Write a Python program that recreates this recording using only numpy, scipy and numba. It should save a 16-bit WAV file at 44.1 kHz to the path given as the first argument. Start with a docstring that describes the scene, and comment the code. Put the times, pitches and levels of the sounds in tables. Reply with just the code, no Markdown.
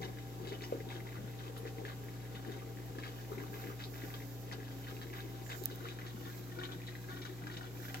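"""A gulp and a patter of splashes: a small aquarium filter spills into its tank over the pump's mains hum.
Big low bubbles boom through the glass; drops and clouds of small bubbles ring under the hood.
Air pockets plop and a fish flicks its tail. The room is quiet, heard from a hand-held phone that moves
from the tank's corner to its front. Fingers rustle and tick by the right microphone,
and at the end a hand knocks the lid."""
import sys
import numpy as np
from scipy import signal
from scipy.fft import rfft, irfft
from scipy.io import wavfile
from scipy.ndimage import uniform_filter1d
from numba import njit

SR = 44100
rng = np.random.default_rng(int(sys.argv[2]) if len(sys.argv) > 2 else 0)


def output_pcm(signal):
    """Save a mono or channel-first signal as 16-bit PCM at the path in sys.argv[1].

    Samples are clipped to [-1, 1] before scaling.
    """
    pcm = np.clip(np.atleast_2d(signal).T, -1, 1) * 32767
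    wavfile.write(sys.argv[1], SR, np.round(pcm).astype(np.int16))


N = 352800
T = np.arange(N) / SR
FREQS = np.arange(N // 2 + 1) * SR / N + 1e-6

# EQ curves for room tone, finger rustle, tail flicks and the low gurgle: f/Hz, gain/dB
ROOM_TONE_EQ = [(20, -17), (45, -6), (90, -2.5), (200, 0), (400, -6), (700, -10.5), (1400, -14.5),
                (3000, -17.5), (5000, -19), (7500, -18.5), (9300, -30), (11500, -18.5), (16000, -22.5)]
RUSTLE_EQ = [(2500, -20), (5000, 7.5), (7300, 5.5), (9200, -7.5), (11500, 6), (14000, 12.5), (16000, 4.5)]
FLICK_EQ = [(50, -15), (110, 6), (180, 1), (330, -9), (530, -13), (700, -22), (1500, -50)]
GURGLE_EQ = [(120, -5.5), (200, -2.5), (290, -2), (360, -1), (440, 1.5), (520, -3.5), (640, -7.5),
             (1000, 6.5), (1400, -12)]
# pump hum partials: multiple of the mains, level at the tank's corner/dB, level at its front/dB
HUM_PARTIALS = [(1, -58.5, -60), (2, -47, -47.5), (3, -64.5, -61), (5, -61.5, -63), (6, -68.5, -60.5),
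                (7, -66, -79), (8, -73.5, -68.5), (9, -69, -99), (11, -73, -79), (13, -66.5, -75),
                (14, -100, -100)]
# fingers sliding on the phone: t/s, length/s, level/dB
FINGER_SLIDES = [(0.548, 0.11, -76), (3.043, 0.29, -70.5), (3.428, 0.17, -66), (3.8, 0.5, -69),
                 (4.602, 0.6, -72.5), (5.37, .24, -68), (6.08, 0.27, -68.5), (6.852, 0.26, -73),
                 (7.63, 0.4, -67)]
# sharp ticks on the phone's case: t/s, impulse level/dB
CASE_TICKS = [(5.6385, -23), (5.6576, -8.5), (5.750, -36), (5.759, -28)]
# light clicks around the tank: t/s, level/dB, f/Hz, bandwidth/Hz, ring/s
TANK_CLICKS = [(1.576, -43, 11700, 2600, 0.085), (2.037, -45, 13500, 2000, 0.055),
               (2.857, -46, 14200, 1500, .05), (3.037, -49, 3500, 3000, 0.0054)]
# a knock on the lid and its rattle: t/s, level/dB
LID_KNOCKS = [(7.9442, -18.5), (7.9492, -31), (7.971, -28)]
# resonances of the phone's case and of the plastic lid: f/Hz, bandwidth/Hz, gain/dB
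CASE_MODES = [(7340, 1500, 1), (12800, 1000, 11), (14500, 1000, 16.5)]
PLASTIC_LID_MODES = [(770, 73, 12.5), (1050, 250, 2), (1520, 250, 13), (1840, 470, 1), (2600, 500, 1),
                     (2960, 110, 3), (3880, 710, -12), (5030, 440, -21), (7500, 1200, -37)]
# resonances of the tank's glass and lid, from the corner and the front: f/Hz, bandwidth/Hz, gain/dB
TANK_CORNER_MODES = [(194, 570, -6.5), (302, 45, -2), (344, 49, 4.5), (410, 36, -1.5), (444, 56, 2.5),
                     (759, 17, 3.5)]
TANK_FRONT_MODES = [(173, 23, -4.5), (315, 28, 0), (360, 30, 2), (481, 32, 2), (760, 28, -4.5)]
# resonances of the air gap under the hood, from the same two spots: f/Hz, bandwidth/Hz, gain/dB
HOOD_CORNER_MODES = [(950, 220, -8.5), (1180, 85, 2), (1576, 200, -0.5), (1910, 127, -5.5),
                     (2037, 104, -1.5), (2530, 370, -10), (3110, 230, -1), (3690, 280, 2.5),
                     (4480, 440, -9.5), (6100, 5400, -15)]
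HOOD_FRONT_MODES = [(776, 26, 4.5), (1180, 67, 2), (1530, 100, 3.5), (1924, 150, 2), (2350, 130, -6.5),
                    (3100, 160, -2), (3430, 140, -1.5), (3760, 240, 3.5), (5500, 2100, -12)]
# flicks of the fish's tail: t/s, length/s, level/dB
TAIL_FLICKS = [(0.747, .015, -51), (1.163, .02, -43.5), (1.23, .025, -46)]
# air pockets and soft thumps in the tank: t/s, level/dB, f/Hz, ring/s
AIR_PLOPS = [(.519, -31.5, 402, 0.069), (0.7236, -17, 497, 0.021), (.734, -27.5, 465, 0.04),
             (.749, -29, 340, 0.032), (.772, -39, 370, 0.045), (.803, -35.5, 442, 0.065),
             (.868, -36, 330, 0.043), (1.172, -29, 228, .02), (1.238, -29, 186, .03),
             (1.651, -34, 453, 0.044), (1.783, -34.5, 307, 0.054), (1.815, -34, 392, 0.039),
             (1.855, -36, 430, .04), (2.48, -33.5, 312, 0.053), (2.495, -35, 403, 0.045),
             (2.899, -32, 138, 0.029), (2.982, -30, 334, .024), (3.317, -29, 406, 0.035),
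             (3.335, -35, 406, 0.032), (3.378, -36, 352, 0.036), (3.434, -38, 420, 0.037),
             (3.523, -39, 402, 0.067), (3.652, -38, 420, 0.04), (3.686, -37, 387, 0.04),
             (4.035, -34.5, 314, 0.042), (5.108, -34.5, 358, .04), (5.618, -30.5, 380, 0.025),
             (5.725, -36, 357, 0.055), (6.145, -35, 210, 0.055), (6.721, -36, 285, .033)]
# spits of bursting foam: t/s, level/dB, f/Hz
FOAM_SPITS = [(.632, -55, 5300), (3.836, -53.5, 4360)]
# the outflow gulping air down into the tank: t/s, length/s, level/dB
OUTFLOW_GULPS = [(0.0, 0.084, -45.5), (0.374, 0.15, -49.5), (0.616, 0.044, -50), (0.73, 0.29, -53.5),
                 (1.462, 0.044, -50), (1.63, 0.034, -51), (1.784, 0.048, -49.5), (2.3, 0.084, -52),
                 (2.46, 0.11, -51), (2.857, 0.13, -51.5), (3.276, 0.2, -49.5), (3.619, 0.092, -48.5),
                 (4.023, 0.038, -51), (4.503, 0.036, -48), (4.888, 0.2, -57), (6.561, 0.21, -48.5),
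                 (7.088, 0.24, -51), (7.397, 0.24, -47), (7.743, 0.031, -45.5)]
# bubble clouds driven under by splashes: t/s, length/s, cloud level/dB, spray level/dB
BUBBLE_CLOUDS = [(0.012, 0.038, -52, -50), (0.415, .04, -62, -61), (0.469, .025, -68, -50),
                 (0.52, 0.015, -51, -52.5), (0.615, 0.025, -57, -52), (.7, 0.069, -62, -66),
                 (0.897, 0.066, -53.5, -54.5), (1.057, 0.12, -56.5, -67), (1.393, .08, -58, -60),
                 (1.562, 0.014, -53, -57), (1.66, .015, -55, -53.5), (1.86, .045, -50, -57),
                 (2.346, .011, -59, -56), (2.508, .025, -56, -55), (2.983, .01, -52, -55),
                 (3.03, 0.052, -54, -54.5), (3.374, 0.089, -56.5, -64), (3.528, 0.12, -56, -62),
                 (3.663, 0.051, -51.5, -69), (3.79, .04, -52.5, -55), (3.94, 0.11, -56.5, -60),
                 (4.135, .012, -53, -56.5), (4.512, 0.016, -50.5, -49.5), (4.582, 0.1, -59.5, -64),
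                 (4.874, 0.03, -54, -56.5), (5.012, 0.017, -53.5, -55), (5.127, 0.066, -49, -58),
                 (5.492, 0.032, -46, -50), (5.697, 0.025, -67, -56.5), (5.836, .03, -52.5, -61),
                 (5.882, .014, -66, -52.5), (5.993, 0.045, -56, -78), (6.063, .012, -59, -54.5),
                 (6.25, .019, -61, -60), (6.586, .008, -52, -52), (6.624, 0.027, -51, -50),
                 (6.712, 0.0089, -51, -51.5), (6.866, .02, -56, -52), (7.092, 0.052, -52.5, -56),
                 (7.16, .009, -53, -55), (7.215, .007, -53, -49), (7.246, 0.014, -51, -48),
                 (7.466, .005, -53, -53.5), (7.51, .006, -59, -53), (7.533, .006, -58, -51),
                 (7.565, .005, -51, -49), (7.615, 0.059, -58, -61), (7.83, .014, -53, -72),
                 (7.883, .01, -51, -55)]
# drops falling from the outflow: t/s, level/dB, bubble f/Hz
OUTFLOW_DROPS = [(0.021, -31, 2020), (0.037, -32, 1680), (0.085, -40.1, 2020), (0.1326, -42, 1790),
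                 (0.1715, -37, 1720), (0.186, -34.5, 2000), (0.4025, -47, 1700), (0.4362, -45, 1260),
                 (0.454, -39.9, 2020), (0.469, -42, 1680), (0.4866, -37, 3920), (0.5217, -32.5, 2000),
                 (0.5722, -44, 1440), (0.5879, -45, 4010), (0.6084, -34.5, 2320), (0.621, -31, 3930),
                 (0.6377, -29.9, 1990), (0.724, -39, 1260), (0.7502, -45, 1700), (0.8035, -34.5, 1940),
                 (0.8887, -35, 3510), (0.9033, -36.7, 2080), (0.9236, -37.3, 1520), (0.9529, -37, 3350),
                 (1.0035, -36, 2060), (1.0697, -36.6, 1980), (1.0893, -38.4, 2100), (1.1194, -51, 1790),
                 (1.1447, -44.4, 1960), (1.1555, -35, 1300), (1.389, -36, 3540), (1.405, -39.1, 1840),
                 (1.4385, -43, 3030), (1.48, -38, 3170), (1.565, -35.7, 1260), (1.6525, -37, 1880),
                 (1.6691, -37, 1750), (1.7835, -37, 2160), (1.8511, -27.5, 1760), (1.8887, -38, 1880),
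                 (2.0364, -42.6, 1810), (2.0849, -36.9, 1880), (2.2524, -38.7, 1790), (2.353, -37, 1940),
                 (2.4489, -35, 1710), (2.4856, -42, 1710), (2.4971, -39, 1690), (2.5179, -39.1, 1740),
                 (2.5471, -43, 2010), (2.5705, -43, 1260), (2.6198, -38, 1260), (2.7716, -38.3, 1840),
                 (2.7865, -40, 1710), (2.8021, -44, 1940), (2.9519, -40, 1580), (2.9858, -31, 1700),
                 (3.0257, -38, 2220), (3.0361, -28.5, 2200), (3.0538, -34, 1710), (3.0654, -35.4, 2380),
                 (3.1863, -43.8, 1790), (3.319, -34, 1270), (3.331, -39, 1320), (3.3815, -34, 2150),
                 (3.4355, -37, 1260), (3.4682, -43, 1910), (3.5321, -39, 1640), (3.5414, -38, 2130),
                 (3.5683, -42.5, 1820), (3.6188, -41, 3750), (3.6394, -37, 1740), (3.6705, -34, 1800),
                 (3.7, -35, 1260), (3.8, -40, 1980), (3.817, -37, 1880), (3.8386, -29.5, 3680),
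                 (3.9376, -39, 1710), (3.955, -37, 1660), (4.0186, -37.7, 1840), (4.0376, -38, 1870),
                 (4.052, -42, 1640), (4.0828, -48, 1320), (4.103, -36, 1970), (4.1402, -32, 3150),
                 (4.2028, -38.5, 1910), (4.2202, -39, 2100), (4.3173, -50, 1730), (4.5143, -30.5, 2030),
                 (4.5314, -37.8, 1950), (4.6022, -39, 1920), (4.6305, -40, 1840), (4.6712, -45.0, 1730),
                 (4.8693, -34, 1850), (4.8849, -37.3, 3700), (4.903, -38, 1240), (4.967, -37, 2680),
                 (5.0206, -41, 1700), (5.069, -41, 1910), (5.1007, -38, 2130), (5.1346, -35.5, 1890),
                 (5.1521, -35.8, 2090), (5.17, -34.1, 1860), (5.185, -41, 1800), (5.2046, -33.5, 3700),
                 (5.464, -37, 1800), (5.5002, -33, 1880), (5.5182, -31, 2220), (5.6381, -37, 4060),
                 (5.702, -43, 1960), (5.713, -39, 3800), (5.8533, -38, 1980), (5.8695, -36.6, 1890),
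                 (5.886, -31, 2450), (5.9037, -36.2, 3880), (5.9877, -33, 1720), (6.0138, -37, 1990),
                 (6.055, -42, 1410), (6.0687, -45, 1630), (6.0832, -47, 1720), (6.2353, -47, 1650),
                 (6.2531, -37.1, 1630), (6.3006, -44.1, 1770), (6.4554, -49, 1540), (6.5921, -43, 1410),
                 (6.6021, -43, 1600), (6.6138, -32, 1730), (6.6355, -26, 3000), (6.652, -27, 3920),
                 (6.6898, -35.5, 1450), (6.72, -39.2, 1590), (6.7476, -41.0, 1570), (6.802, -42, 1890),
                 (6.818, -35, 2450), (6.8354, -41, 1860), (6.868, -35, 3730), (6.885, -32.6, 1900),
                 (6.9522, -30.5, 1850), (6.986, -42, 1600), (7.04, -40, 1590), (7.0864, -33.5, 1620),
                 (7.1185, -34, 1690), (7.17, -35, 1560), (7.219, -36, 4120), (7.2518, -32, 1580),
                 (7.2692, -41, 1600), (7.3047, -46, 1660), (7.335, -42, 1750), (7.386, -40, 1610),
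                 (7.4209, -36, 1450), (7.4384, -36, 1950), (7.469, -29.5, 1560), (7.4998, -31.5, 1880),
                 (7.5405, -39, 1520), (7.5513, -37.8, 1670), (7.5695, -29, 3670), (7.6105, -32.5, 1510),
                 (7.6412, -36, 1420), (7.6533, -39, 1540), (7.7085, -44, 1450), (7.7527, -41, 1590),
                 (7.7716, -38, 2370), (7.8013, -37, 1580), (7.852, -34.5, 1470), (7.8825, -34, 1600)]

SPLASH_ATTACK_S, SPRAY_FALL_DB_PER_S = .0012, 467


def undb(db):
    """Decibels to gain."""
    return 10 ** (np.asarray(db) / 20)


def unit(x):
    """Scale to rms 1."""
    return x / np.sqrt(np.mean(x ** 2))


def pan(db):
    """Stereo gains that favour the left by db."""
    return undb(np.array([[db], [-db]]) / 2)


def wander(rate_hz):
    """Smooth random modulation, spread near 1."""
    step = int(SR / rate_hz)
    return 1.3 * uniform_filter1d(np.repeat(rng.standard_normal(N // step + 1), step), step)[:N]


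def swells(starts, lengths, dbs, attack_s, fall_db_per_s, rest_db=-np.inf):
    """Envelope that rises, holds and dies away for each event, over a resting level."""
    t = T[::40]
    age = t - starts[:, None]
    fade_db = fall_db_per_s * np.maximum(age - lengths[:, None], 0)
    each = np.clip(age / attack_s, 0, 1) * undb(dbs[:, None] - fade_db)
    together = np.sqrt(np.sum(each ** 2, axis=0))
    return np.hypot(np.interp(T, t, together), undb(rest_db))


def eq(x, curve):
    """Shape a sound by (Hz, dB) points."""
    hz, db = np.transpose(curve)
    return irfft(rfft(x) * undb(np.interp(np.log(FREQS), np.log(hz), db)), N)


def resonate(x, modes, leak=0):
    """Ring (Hz, bandwidth, dB) resonances; a share of the sound leaks straight past them."""
    response = sum(undb(db) / (1 + 1j * (FREQS / hz - hz / FREQS) * hz / width)
                   for hz, width, db in modes)
    return irfft(rfft(x) * (leak + response), N)


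def noise_band(hz, width_hz):
    """Noise through one resonance, at rms 1."""
    return unit(resonate(rng.standard_normal(N), [(hz, width_hz, 0)]))


def diffuse(split_hz):
    """Noise from all sides: alike at both microphones in the bass, unrelated in the treble."""
    mid, side = rfft(rng.standard_normal((2, N)))
    alike = 1 / (1 + (FREQS / split_hz) ** 2)
    stereo = np.sqrt(1 + alike) * mid + np.sqrt(1 - alike) * side * np.array([[1], [-1]])
    return irfft(stereo, N) / np.sqrt(2)


def room(x, wet_db, t60, patterns=1):
    """Direct sound, left first, plus a short wall tail; several tails crossfade as the phone sways."""
    size, right_lag_s = SR // 2, .00045
    tails = np.split(diffuse(split_hz=750)[:, :patterns * size], patterns, axis=1)
    shares = np.array([undb(7 * wander(2.5)) for _ in tails])
    wet = 0
    for tail, share in zip(tails, shares / np.linalg.norm(shares, axis=0)):
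        tail = tail * undb(-60 * T[:size] / t60)
        tail = tail / np.sqrt(np.sum(tail ** 2) / 2)
        wet = wet + share * signal.fftconvolve(x[None], tail)[:, :N]
    direct = np.array([x, np.interp(T - right_lag_s, T, x)])
    return (direct + undb(wet_db) * wet) / np.hypot(1, undb(wet_db))


def phone_position():
    """How far the phone has moved from the tank's corner (0) to its front (1)."""
    return np.interp(T, [5.5, 6.5], [0, 1])


def perspective(corner, front):
    """Equal-power crossfade from the corner sound to the front sound as the phone moves."""
    return corner * np.sqrt(1 - phone_position()) + front * np.sqrt(phone_position())


@njit
def bubbles(times, gains, hz, t60, glide):
    """Each bubble is a dying sine whose pitch climbs as it nears the surface."""
    out = np.zeros(N)
    for k in range(len(times)):
        start, length = max(int(times[k] * SR), 0), t60[k] * SR
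        for i in range(min(int(length), N - start)):
            age = i / length
            cycles = hz[k] * i / SR * (1 + glide * age / 2)
            envelope = np.exp(-6.9 * age) * (1 - np.exp(-2 * cycles))
            out[start + i] += gains[k] * envelope * np.sin(2 * np.pi * cycles)
    return out


def swarm(count, low_hz, high_hz, cycles, scatter_db):
    """A bed of bubbles of random size at random moments, mostly faint, a few strong."""
    when, size, pitch, life = rng.random((count, 4)).T
    hz = low_hz * (high_hz / low_hz) ** pitch
    gains = undb(-scatter_db * np.log(.02 + size))
    return unit(bubbles(when * N / SR, gains, hz, t60=cycles * (.5 + life) / hz, glide=.13))


def room_tone():
    """Quiet room air and the microphones' own hiss."""
    return unit(eq(diffuse(split_hz=1100), ROOM_TONE_EQ)) * undb(-55.5)


def pump():
    """The housing's wavering drone, plus the motor's mains harmonics."""
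    mains_hz, housing_hz = 60, 273.7
    housing_gain = np.sqrt(2) * undb(-61.5 + 3 * wander(10))
    out = housing_gain * np.sin(2 * np.pi * housing_hz * T + .5 * wander(12))
    lag_rad = np.array([[.46], [0]])  # the standing waves reach the left microphone a little later
    for harmonic, corner_db, front_db in HUM_PARTIALS:
        hz = harmonic * mains_hz
        left_db = np.interp(hz, [120, 300], [.5, 8])
        # the phone drifts through standing waves, so short wavelengths waver most
        waver_db = hz / 550 * (wander(9) + wander(35))
        gain = np.sqrt(2) * undb(corner_db + (front_db - corner_db) * phone_position() + waver_db)
        out = out + pan(left_db) * gain * np.sin(2 * np.pi * (hz * T + rng.random()) - lag_rad)
    return out


def fingers():
    """Handling noise, hard right: skin rustles, squeaks and ticks on the phone's case."""
    grip = undb(1.2 * wander(25))
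    sliding = swells(*np.transpose(FINGER_SLIDES), attack_s=.18, fall_db_per_s=43, rest_db=-78)
    rustle = unit(eq(rng.standard_normal(N), RUSTLE_EQ)) * sliding * grip
    squeak_fade = np.interp(T, [5.41, 5.46, 5.63, 5.69], [0, 1, 1, 0])
    squeak = noise_band(7050, width_hz=450) * undb(-58) * squeak_fade
    when, db = np.transpose(CASE_TICKS)
    impulses = np.zeros(N)
    impulses[(when * SR).astype(int)] = undb(db)
    ticks = resonate(impulses, CASE_MODES)
    return pan(-27.5) * rustle + (ticks + squeak) * undb([[-30], [0]])


def clicks():
    """Light clicks around the tank: each a dying noise burst through one bright resonance."""
    out = 0
    for start, db, hz, width, ring_s in TANK_CLICKS:
        gate = (T >= start) & (T < start + 2 * ring_s)
        decay = undb(-60 * np.clip((T - start) / ring_s, 0, 2))
        click = resonate(rng.standard_normal(N) * gate * decay, [(hz, width, 0)])
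        out = out + undb(db) * click / np.abs(click).max()
    return room(out, wet_db=0, t60=.11)


def lid_knocks():
    """Each knock is one sharp push that rings the hollow lid."""
    out = 0
    for start, db in LID_KNOCKS:
        clack = resonate(signal.unit_impulse(N, int(start * SR)), PLASTIC_LID_MODES)
        out = out + undb(db) * clack / np.abs(clack).max()
    return room(out, wet_db=-2, t60=.12)


def fish():
    """The fish flicks its tail and shoves water against the glass: short, dark puffs of noise."""
    flicks = swells(*np.transpose(TAIL_FLICKS), attack_s=.006, fall_db_per_s=230)
    shove = unit(eq(rng.standard_normal(N), FLICK_EQ)) * flicks
    return pan(2) * room(shove, wet_db=-9, t60=.12)


def plops():
    """Large air pockets and shoves of water ring as single low, round bubbles."""
    when, db, hz, ring_s = np.transpose(AIR_PLOPS)
    return pan(2) * room(bubbles(when, undb(db), hz, ring_s, glide=.065), wet_db=-9.5, t60=.21)


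def spits():
    """A film of water bursts into a brief, pitched spit of tiny bubbles."""
    length_s, width_hz = np.array([.015]), 1600
    out = 0
    for start, db, hz in FOAM_SPITS:
        fizz = unit(resonate(noise_band(hz, width_hz), [(hz, width_hz, 0)]))
        burst = swells(np.array([start]), length_s, np.array([db]), SPLASH_ATTACK_S, SPRAY_FALL_DB_PER_S)
        out = out + fizz * burst
    return room(out, wet_db=-2, t60=.1)


def gurgle():
    """The low end: big bubbles under the outflow boom through the glass, swelling with each gulp."""
    even_flow_db = -56 + .5 * wander(16)
    flow = swells(*np.transpose(OUTFLOW_GULPS), attack_s=.0038, fall_db_per_s=172, rest_db=even_flow_db)
    deep = eq(swarm(count=3600, low_hz=149.8, high_hz=1130, cycles=10.4, scatter_db=2), GURGLE_EQ)
    corner = unit(resonate(deep, TANK_CORNER_MODES, leak=.61))
    front = unit(resonate(deep, TANK_FRONT_MODES, leak=.25)) * undb(-4)
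    return pan(4.35) * room(perspective(corner, front) * flow, wet_db=-2, t60=.16, patterns=6)


def bubble_clouds():
    """Splashes drive bubbles of four sizes under, in quick spurts over a thin steady trickle."""
    when, length, cloud_db, spray_db = np.transpose(BUBBLE_CLOUDS)
    drift_db = 2 * wander(16)
    cloud = swells(when, length, cloud_db, SPLASH_ATTACK_S, fall_db_per_s=340, rest_db=-62.5 + drift_db)
    late = when + .00054  # the finest bubbles break loose just after the drop lands
    mist = swells(late, length, spray_db, SPLASH_ATTACK_S, SPRAY_FALL_DB_PER_S, rest_db=-65.5 + drift_db)
    medium = swarm(count=2400, low_hz=537, high_hz=1356, cycles=6.7, scatter_db=3.8)
    small = swarm(count=3000, low_hz=1350, high_hz=2740, cycles=11, scatter_db=3)
    spray = swarm(count=4500, low_hz=2400, high_hz=4500, cycles=10, scatter_db=3)
    fizz = swarm(count=6000, low_hz=4700, high_hz=8000, cycles=7, scatter_db=2.5)
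    spurts = undb(.5 * wander(89.74))
    return ((small + undb(-1.1) * medium) * cloud + (spray + undb(-1.5) * fizz) * mist) * spurts


def splats(when, db):
    """The surface tears where a big drop lands: a wet smack of broad noise."""
    smack = swells(when, np.zeros(len(when)), db - 19.5, attack_s=.0005, fall_db_per_s=1504)
    return noise_band(2450, width_hz=1300) * smack


def drops(when, db, hz):
    """A drop slaps the surface, its bubble rings for milliseconds, and seven finer bubbles follow."""
    count = len(when)
    slap = bubbles(when, undb(db + 2), hz=np.full(count, 2600.), t60=np.full(count, .0009), glide=0.)
    ring = bubbles(when, undb(db), hz, t60=15 / hz, glide=.07)
    delay, pitch, size = rng.random((count, 7, 3)).transpose(2, 0, 1)
    fine_when = (when[:, None] + .002 + .036 * delay ** 2).ravel()
    fine_db = (db[:, None] - 18 - 5 * pitch - 6 * delay - 7 * (size - .5)).ravel()
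    fine_hz = 2100 * 2 ** pitch.ravel()
    spatter = bubbles(fine_when, undb(fine_db), fine_hz, t60=18 / fine_hz, glide=.1)
    return slap + ring + spatter


def drips(count):
    """Faint drops fall at random among the louder ones."""
    size, pitch = rng.standard_normal((count, 2)).T
    return drops(rng.random(count) * N / SR, db=-62 + 7 * size, hz=1920 * 2 ** (.26 * pitch))


def hood(x):
    """The air gap under the hood rings; its resonances slide as the water rocks."""
    sway_depth, sway_hz = .025, 5
    # warping time, ringing, then warping back bends only the resonances
    rocked = T + sway_depth / (2 * sway_hz) * wander(sway_hz)
    warped = np.interp(T, rocked, x)
    ringing = perspective(resonate(warped, HOOD_CORNER_MODES), resonate(warped, HOOD_FRONT_MODES))
    return np.interp(rocked, T, ringing)


def splashes():
    """The lead sound: crisp drops and bubble clouds from the outflow, ringing under the hood."""
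    clouds = bubble_clouds()
    when, db, hz = np.transpose(OUTFLOW_DROPS)
    falling = splats(when, db) + drops(when, db, hz) + drips(count=40)
    leaked = .1 * clouds + .37 * falling  # passes the hood without ringing
    return pan(2.6) * room(hood(clouds + falling) + leaked, wet_db=-2, t60=.1, patterns=6)


def scene():
    """The mix: pump, water and fish, then clicks, the lid, handling noise and room tone."""
    aquarium = pump() + gurgle() + splashes() + spits() + plops() + fish()
    return aquarium + clicks() + lid_knocks() + fingers() + room_tone()


def record(dry):
    """The phone rolls off the deepest bass and cuts the top."""
    low_cut = signal.butter(4, 42, "high", fs=SR, output="sos")
    high_cut = signal.ellip(8, .1, 50, 15800, fs=SR, output="sos")
    return signal.sosfiltfilt(high_cut, signal.sosfilt(low_cut, dry), padtype="even")


dry = scene()
out = record(dry)
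output_pcm(out)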